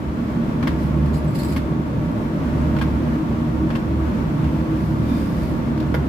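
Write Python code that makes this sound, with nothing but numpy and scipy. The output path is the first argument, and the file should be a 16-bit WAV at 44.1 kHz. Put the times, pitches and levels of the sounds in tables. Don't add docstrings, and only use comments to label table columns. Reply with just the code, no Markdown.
import sys
import numpy as np
from scipy import signal
from scipy.fft import rfft, irfft
from scipy.io import wavfile
from scipy.ndimage import uniform_filter1d

SR = 44100
rng = np.random.default_rng(int(sys.argv[2]) if len(sys.argv) > 2 else 0)


def transcribe(signal):
    frames = np.atleast_2d(signal).T
    limited = np.clip(frames, -1, 1)
    pcm = np.round(limited * 32767).astype(np.int16)
    wavfile.write(sys.argv[1], SR, pcm)


N = 268128
TIME = np.arange(N) / SR
FREQS = np.maximum(np.fft.rfftfreq(N, 1 / SR), 1)
MIC_SPACING_M, SOUND_SPEED_M_S = 0.18, 343


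def undb(db):
    return 10 ** (np.asarray(db) / 20)


def unit(x):
    return x / np.sqrt(np.mean(x ** 2))


def colour(points):
    hz, db = np.transpose(points)
    return undb(np.interp(np.log(FREQS), np.log(hz), db))


def tint(x, points):
    cepstrum = irfft(np.log(unit(colour(points))), N)
    cepstrum[1:N // 2] *= 2
    cepstrum[N // 2 + 1:] = 0
    response = irfft(np.exp(rfft(cepstrum)), N)[:SR // 100]
    return signal.fftconvolve(x, response[None], axes=1)[:, :N]


def pan(x, db):
    return x * undb(np.array([[db], [-db]]) / 2)


def walk(rate):
    hold = int(SR / rate)
    held = np.repeat(rng.standard_normal(N // hold + 1), hold)
    slewed = uniform_filter1d(uniform_filter1d(held, hold), hold)
    return unit(slewed[:N])


def grains(spread_db):
    size_db = spread_db * np.repeat(rng.standard_normal(N // 20 + 1), 20)[:N]
    return unit(undb(size_db) * rng.standard_normal((2, N)))


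def burst(start_s, hold_s, fall_s, rise_s):
    age = TIME - start_s
    decay = np.exp(-np.clip((age - hold_s) / fall_s, 0, 50))
    return np.clip(age / rise_s, 0, 1) * decay


def swell(middle_s, length_s):
    return np.exp(-np.minimum(((TIME - middle_s) / length_s) ** 2 * 2, 50))


def ring(x, modes):
    t = TIME[:SR // 8]
    response = np.zeros(len(t))
    for hz, db, t60 in modes:
        envelope = undb(db - 60 * t / t60) / np.sqrt(t60)
        response += envelope * np.cos(2 * np.pi * (hz * t + rng.random()))
    return signal.oaconvolve(x, response[None] / np.linalg.norm(response), axes=1)[:, :N]


def strike(start_s, modes, rise_s):
    first, out = int(start_s * SR), np.zeros((2, N))
    t = TIME[:min(SR // 4, N - first)]
    for hz, db, t60 in modes:
        phase = rng.random() + rng.random((2, 1)) / 4
        decay = undb(db - 60 * np.maximum(t - rise_s, 0) / t60)
        envelope = np.minimum(t / rise_s, 1) * decay
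        out[:, first:first + len(t)] += envelope * np.sin(2 * np.pi * (hz * t + phase))
    return out


# (frequency [Hz], left minus right [dB])
ROOM_LEAN = [(60, -2.5), (110, 1), (200, -2), (380, 0.5), (700, -1.5), (1290, 1.0), (2380, 2.5), (4400, 0),
             (8120, 3.5), (15000, -5)]


def diffuse(density):
    likeness = .975 * np.sinc(2 * FREQS * MIC_SPACING_M / SOUND_SPEED_M_S)
    likeness = np.clip(likeness, -.9, .999)
    mid, side = np.exp(2j * np.pi * rng.random((2, len(FREQS))))
    side = side * np.sqrt((1 - likeness) / (1 + likeness))
    lean = np.sqrt(colour(ROOM_LEAN))
    stereo = np.array([(mid + side) * lean, (mid - side) / lean])
    return irfft(stereo * np.sqrt(density * SR * N / 2), N)


def room_ripple(depth_db=2.0, spacing_hz=11):
    knots_hz = np.arange(0, SR / 2, spacing_hz)
    ripple = np.interp(FREQS, knots_hz, rng.standard_normal(len(knots_hz)))
    return unit(undb(depth_db * ripple))


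# (frequency [Hz], nominal rms level [dB])
PUMP_FAN_TONES = [(147.6, -33.5), (157.4, -40.5), (200, -37.5), (228.6, -36.5), (273, -39.5), (310, -39.5),
                  (531.5, -50), (902, -58), (1005, -53.5), (1130, -53), (1198, -58), (1383, -64)]


def machine_tones(throb_db=2, drift_hz=0.51, pan_db=-3.0):
    out = 0
    for hz, db in PUMP_FAN_TONES:
        lag_s = np.array([[0], [rng.uniform(-1, 1) * MIC_SPACING_M / SOUND_SPEED_M_S]])
        turns = np.cumsum(hz + drift_hz * walk(rate=2.97)) / SR + rng.random() - hz * lag_s
        throbbing = np.sin(2 * np.pi * turns) * undb(throb_db * walk(rate=14))
        out = out + undb(db) * unit(throbbing)
    return pan(out, pan_db)


# (frequency [Hz], width [Hz], depth [dB], time of one peak [s], period [s])
SWELLING_BANDS = [(150, 19, 2.5, 2.88, 1.89), (197, 32, 0.5, 1.87, 0.94), (230, 30, 1.5, 3.04, 2.57),
                  (318.5, 15, 4, 4.16, 7.7), (590, 47, 2, 1.7, 5.8)]


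def swelling_bands(x):
    spectrum = rfft(x)
    for hz, width_hz, depth_db, peak_s, period_s in SWELLING_BANDS:
        band = irfft(spectrum * np.exp(-((FREQS - hz) / width_hz * 2) ** 4), N)
        swell_db = depth_db * np.cos(2 * np.pi * (TIME - peak_s) / period_s)
        x = x + band * (undb(swell_db) - 1)
    return x


# (frequency [Hz], width [Hz], nominal rms level [dB])
ROOM_RESONANCES = [(51.4, 4, -40), (106.4, 4.5, -38.5), (113.5, 7.4, -33.5), (136.2, 6.8, -35),
                   (147.2, 4.9, -34), (157.2, 5.9, -31.5), (169.5, 7, -34), (191, 19, -37.5),
                   (205, 6.7, -35.5), (215.6, 4.4, -37), (234, 10.7, -30.5), (255, 30, -45),
                   (258.5, 3.9, -38), (278.2, 6, -39.5), (284, 2.6, -41), (305.3, 11, -43),
                   (315.4, 9.3, -34), (324.9, 6, -38), (354.6, 34, -40), (387.7, 6.5, -47),
                   (411.5, 10, -46.5), (479.5, 13, -50), (535.5, 23, -48.5), (604.4, 41, -42.5),
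                   (715, 28, -54), (907, 73, -47.5), (939, 22, -53), (1065, 88, -54.5), (1134, 44, -50.5)]
# (frequency [Hz], nominal level per Hz [dB])
ROAR_SPECTRUM = [(25, -59), (45, -59.5), (66, -47), (90, -52), (130, -53), (260, -50), (340, -57.5),
                 (440, -62.5), (800, -68.5), (1000, -69.5), (2400, -81), (6000, -95.5), (9500, -101.6),
                 (12500, -100.5), (15500, -103.9)]
SETTLE_S, SETTLE_DRONE_DB, SETTLE_ROAR_DB = 0.68, -3.5, -1


def machinery(flutter_db=.5, wander_db=0.66):
    unsettled = np.clip(1 - TIME / SETTLE_S, 0, 1)
    density = 0
    for hz, width_hz, db in ROOM_RESONANCES:
        bell = np.exp(-np.pi * ((FREQS - hz) / width_hz) ** 2)
        density = density + undb(db) ** 2 / width_hz * bell
    drone = (diffuse(density) + machine_tones()) * undb(SETTLE_DRONE_DB * unsettled)
    roar_db = SETTLE_ROAR_DB * unsettled + wander_db * walk(rate=1.713) + flutter_db * walk(rate=18)
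    roar = diffuse((colour(ROAR_SPECTRUM) * room_ripple()) ** 2) * undb(roar_db)
    return swelling_bands(drone + roar)


# (time [s], level [dB])
HUM_INTERFERENCE = [(0.0, -43), (0.08, -28), (0.63, -47), (0.69, -25), (1.08, -20), (1.34, -36),
                    (1.39, -45), (1.45, -25), (2.32, -38.5), (2.56, -24), (2.64, -25.5), (2.71, -24),
                    (2.79, -31), (2.84, -23), (3.13, -28.5), (3.2, -41), (3.27, -35), (3.62, -23.5),
                    (3.71, -37), (3.81, -46), (3.89, -22.5), (4.08, -21), (4.13, -32), (4.3, -32),
                    (4.38, -47), (4.47, -19), (4.52, -41), (4.61, -24), (4.67, -48), (4.76, -29.5),
                    (5.23, -27.5), (5.27, -36), (5.5, -27), (5.55, -36), (5.89, -25.5), (6.08, -29)]
HUM_HZ = 71.8


def hum(level_db=-1.0, flicker_db=0.8, drift_hz=0.4, pan_db=-2.0):
    tone = np.sin(2 * np.pi * np.cumsum(HUM_HZ + drift_hz * walk(rate=2.71)) / SR)
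    interference_db = np.interp(TIME, *np.transpose(HUM_INTERFERENCE))
    return pan(unit(tone) * undb(level_db + interference_db + flicker_db * walk(rate=22)), pan_db)


def reflections(x, t60_s=0.25, wet_db=-7):
    t = TIME[:SR // 2]
    tail = rng.standard_normal((2, len(t))) * undb(-60 * t / t60_s) * (t > .004)
    tail /= np.linalg.norm(tail, axis=1, keepdims=True)
    return x + undb(wet_db) * signal.fftconvolve(x, tail, axes=1)[:, :N]


# (time [s], knock level [dB], scuff level [dB])
BENCH_KNOCKS = [(5.776, -34, -42), (5.801, -39, -36), (5.826, -38, -45), (5.9424, -19.5, -36),
                (5.9476, -30, -46), (5.957, -38, -48)]
# (frequency [Hz], relative level [dB], t60 [s])
BENCH_RINGING = [(307, -1, 0.18), (485, 1, 0.1), (644, -7, 0.1), (925, -8, 0.071), (1436, 2, 0.032),
                 (1660, -11, 0.037), (1990, -12, .05), (2160, -9, 0.045), (3120, -20, .05)]
# (frequency [Hz], relative level [dB])
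KNOCK_SPECTRUM = [(150, -5), (350, 4), (600, 4), (850, 6), (1150, 0), (1500, 3), (2200, -1), (2700, -9),
                  (3500, -8.5), (6000, -36), (9000, -33), (12000, -23), (16000, -29)]
# (frequency [Hz], relative level [dB])
SCUFF_SPECTRUM = [(500, -10), (3000, 13), (4800, 11), (6300, -2), (10000, -11), (13000, -12), (15500, -7)]


def put_down(contact_s=0.0076, attack_s=.0005, bench_db=-4, pan_db=-0.5):
    knock, scuff, bench = 0, 0, 0
    for s, knock_db, scuff_db in BENCH_KNOCKS:
        touch = burst(s, 0, contact_s, attack_s)
        knock = knock + undb(knock_db) * touch
        scuff = scuff + undb(scuff_db) * touch
        bench = bench + undb(knock_db + bench_db) * strike(s, BENCH_RINGING, attack_s)
    contact = grains(spread_db=3)
    knocking = tint(contact * knock, KNOCK_SPECTRUM) + bench
    return pan(knocking, pan_db) + tint(contact * scuff, SCUFF_SPECTRUM)


# (middle time [s], length [s], hiss level [dB], judder level [dB])
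SHEET_PUSHES = [(0.832, .08, -51, -80), (4.545, .16, -57, -80), (4.848, 0.17, -52.5, -80),
                (5.11, 0.14, -51, -49), (5.206, 0.077, -52.5, -68), (5.4, 0.26, -49.5, -58)]
# (frequency [Hz], relative level [dB], t60 [s])
SHEET_RINGING = [(2380, 3.5, 0.035), (3550, 2, 0.061), (3780, -4, .025), (4570, -4, .025),
                 (5050, -11, .015)]
# (frequency [Hz], relative level [dB])
RUB_SPECTRUM = [(500, -12), (2000, 9), (3500, -1), (4800, 7), (6500, -3), (9500, -2), (12500, -0.5),
                (15500, -5)]


def sheet(unevenness_db=0.3, pan_db=-2):
    hiss = sum(undb(db) * swell(s, length_s) for s, length_s, db, _ in SHEET_PUSHES)
    hiss = hiss * undb(unevenness_db * walk(rate=45)) * grains(spread_db=3.5)
    judder = sum(undb(db) * swell(s, length_s) for s, length_s, _, db in SHEET_PUSHES)
    judder = judder * grains(spread_db=2)
    return pan(tint(hiss, RUB_SPECTRUM), pan_db) + ring(judder, SHEET_RINGING)


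# (time [s], level before catch_db [dB])
EDGE_CATCHES = [(1.058, -34), (1.132, -36), (1.1405, -35), (1.153, -42), (1.2424, -37), (1.2795, -48),
                (1.3495, -35), (1.3545, -38), (1.3865, -30), (1.397, -37), (1.431, -29), (1.446, -32),
                (1.4847, -35), (1.5219, -32), (1.531, -36)]
# (start time [s], length [s], nominal level [dB])
EDGE_SCRAPES = [(1.126, 0.046, -52), (1.265, 0.08, -56), (1.339, 0.18, -47)]
SCRAPE_RISE_S, SCRAPE_FALL_S = 0.022, 0.032
# (frequency [Hz], relative level [dB], t60 [s])
BLADE_RINGING = [(4110, -2, .04), (4360, 3, 0.053), (4850, 3, .025), (5140, 2, .025), (5480, -4, .02),
                 (6760, -2, .03), (7000, -5, .03), (7800, 1.5, .05), (8200, -1, .02), (9733, -4, .04),
                 (10700, -5, .04), (10700, -2, .07), (12420, -5, .03), (13450, -5, .04)]
# (time [s], nominal level [dB], frequency [Hz])
BLADE_GLINTS = [(1.156, -56, 7875), (1.273, -50, 7875), (1.387, -48, 10735), (1.393, -39.5, 4310),
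                (1.431, -54, 10735), (1.443, -44, 7860)]


def blades(catch_db=-9, catch_s=0.0061, hiss_db=0.2, ring_db=-14.5, contact_db=4,
           glint_rise_s=0.0064, glint_t60_s=0.14, rasp_db=2.0, pan_db=-1.0):
    catches = sum(undb(db + catch_db) * burst(s, 0, catch_s, rise_s=0.003) for s, db in EDGE_CATCHES)
    sliding = sum(undb(db) * burst(s, length_s, SCRAPE_FALL_S, SCRAPE_RISE_S)
                  for s, length_s, db in EDGE_SCRAPES)
    friction = (sliding * undb(1.9 * walk(rate=160)) + catches) * grains(spread_db=2.0)
    ringing = 0
    for hz, db, t60 in BLADE_RINGING:
        drive_db = db + contact_db * np.tanh(walk(rate=61))
        ringing = ringing + ring(friction * undb(drive_db), [(hz, 0, t60)])
    glints = sum(strike(s, [(hz, db, glint_t60_s)], glint_rise_s) for s, db, hz in BLADE_GLINTS)
    glints = glints * unit(undb(rasp_db * walk(rate=310)))
    rubbing = undb(hiss_db) * tint(friction, RUB_SPECTRUM)
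    return pan(rubbing + undb(ring_db) * ringing + glints, pan_db)


# (time [s], crunch level [dB], attack [s], bite length [s], tilt [dB/octave],
#  ring level [dB], bite ring frequency [Hz])
SNIP_STROKES = [(0.625, -30, 0.0035, 0.009, 1.5, -35, 2330), (0.672, -25.5, 0.0008, 0.0067, 2.5, -30, 2190),
                (1.561, -33, .003, 0.014, 5, -29.5, 2150), (2.7638, -32.5, .002, .005, 1, -35, 1450),
                (2.786, -34.5, .002, 0.007, 2.5, -39, 2300), (2.8112, -29.5, .004, 0.014, 2.5, -27, 1630),
                (3.7026, -30, 0.0012, 0.006, 0, -33.5, 1800), (3.750, -30.5, 0.0046, 0.011, 2.5, -37, 2700),
                (4.441, -37, .002, 0.0046, 2, -37.5, 1550)]
# (frequency [Hz], relative level [dB])
SNIP_SPECTRUM = [(200, -17), (600, 11.5), (1050, 10), (1700, 7), (2400, 2.5), (2800, -1), (3400, -4),
                 (4200, -9), (5100, -11.5), (6500, -20.5), (10000, -25.5), (12000, -22), (16000, -35)]
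# (frequency [Hz], relative level [dB], t60 [s])
SNIP_RINGING = [(906, -2, 0.042), (1089, 1.5, 0.053), (1644, -8, .05), (2157, -12, 0.045),
                (2490, -11, 0.064), (3100, -12, .07), (3380, -11, 0.047), (4370, -16, 0.049),
                (4820, -23, .03), (5380, -21, 0.022)]


def snips(fall_s=0.0094, bite_ring_db=2, bite_t60_s=0.043, pivot_hz=1600, pan_db=2):
    fibres, out = grains(spread_db=1.5), 0
    for s, crunch_db, attack_s, length_s, tilt_db, ring_db, bite_hz in SNIP_STROKES:
        spectrum = [(hz, db + tilt_db * np.log2(hz / pivot_hz)) for hz, db in SNIP_SPECTRUM]
        crunch = undb(crunch_db) * burst(s, length_s, fall_s, attack_s) * fibres
        modes = SNIP_RINGING + [(bite_hz, bite_ring_db, bite_t60_s)]
        out = out + tint(crunch, spectrum) + undb(ring_db) * strike(s, modes, attack_s)
    return pan(out, pan_db)


def scene():
    handwork = put_down() + sheet() + blades() + snips()
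    return machinery() + hum() + reflections(handwork)


def record(dry, rumble_hz=32, top_hz=15450):
    dry = signal.sosfilt(signal.butter(6, rumble_hz, "highpass", fs=SR, output="sos"), dry)
    return signal.sosfilt(signal.ellip(10, .1, 80, top_hz, fs=SR, output="sos"), dry)


dry = scene()
out = record(dry)
transcribe(out)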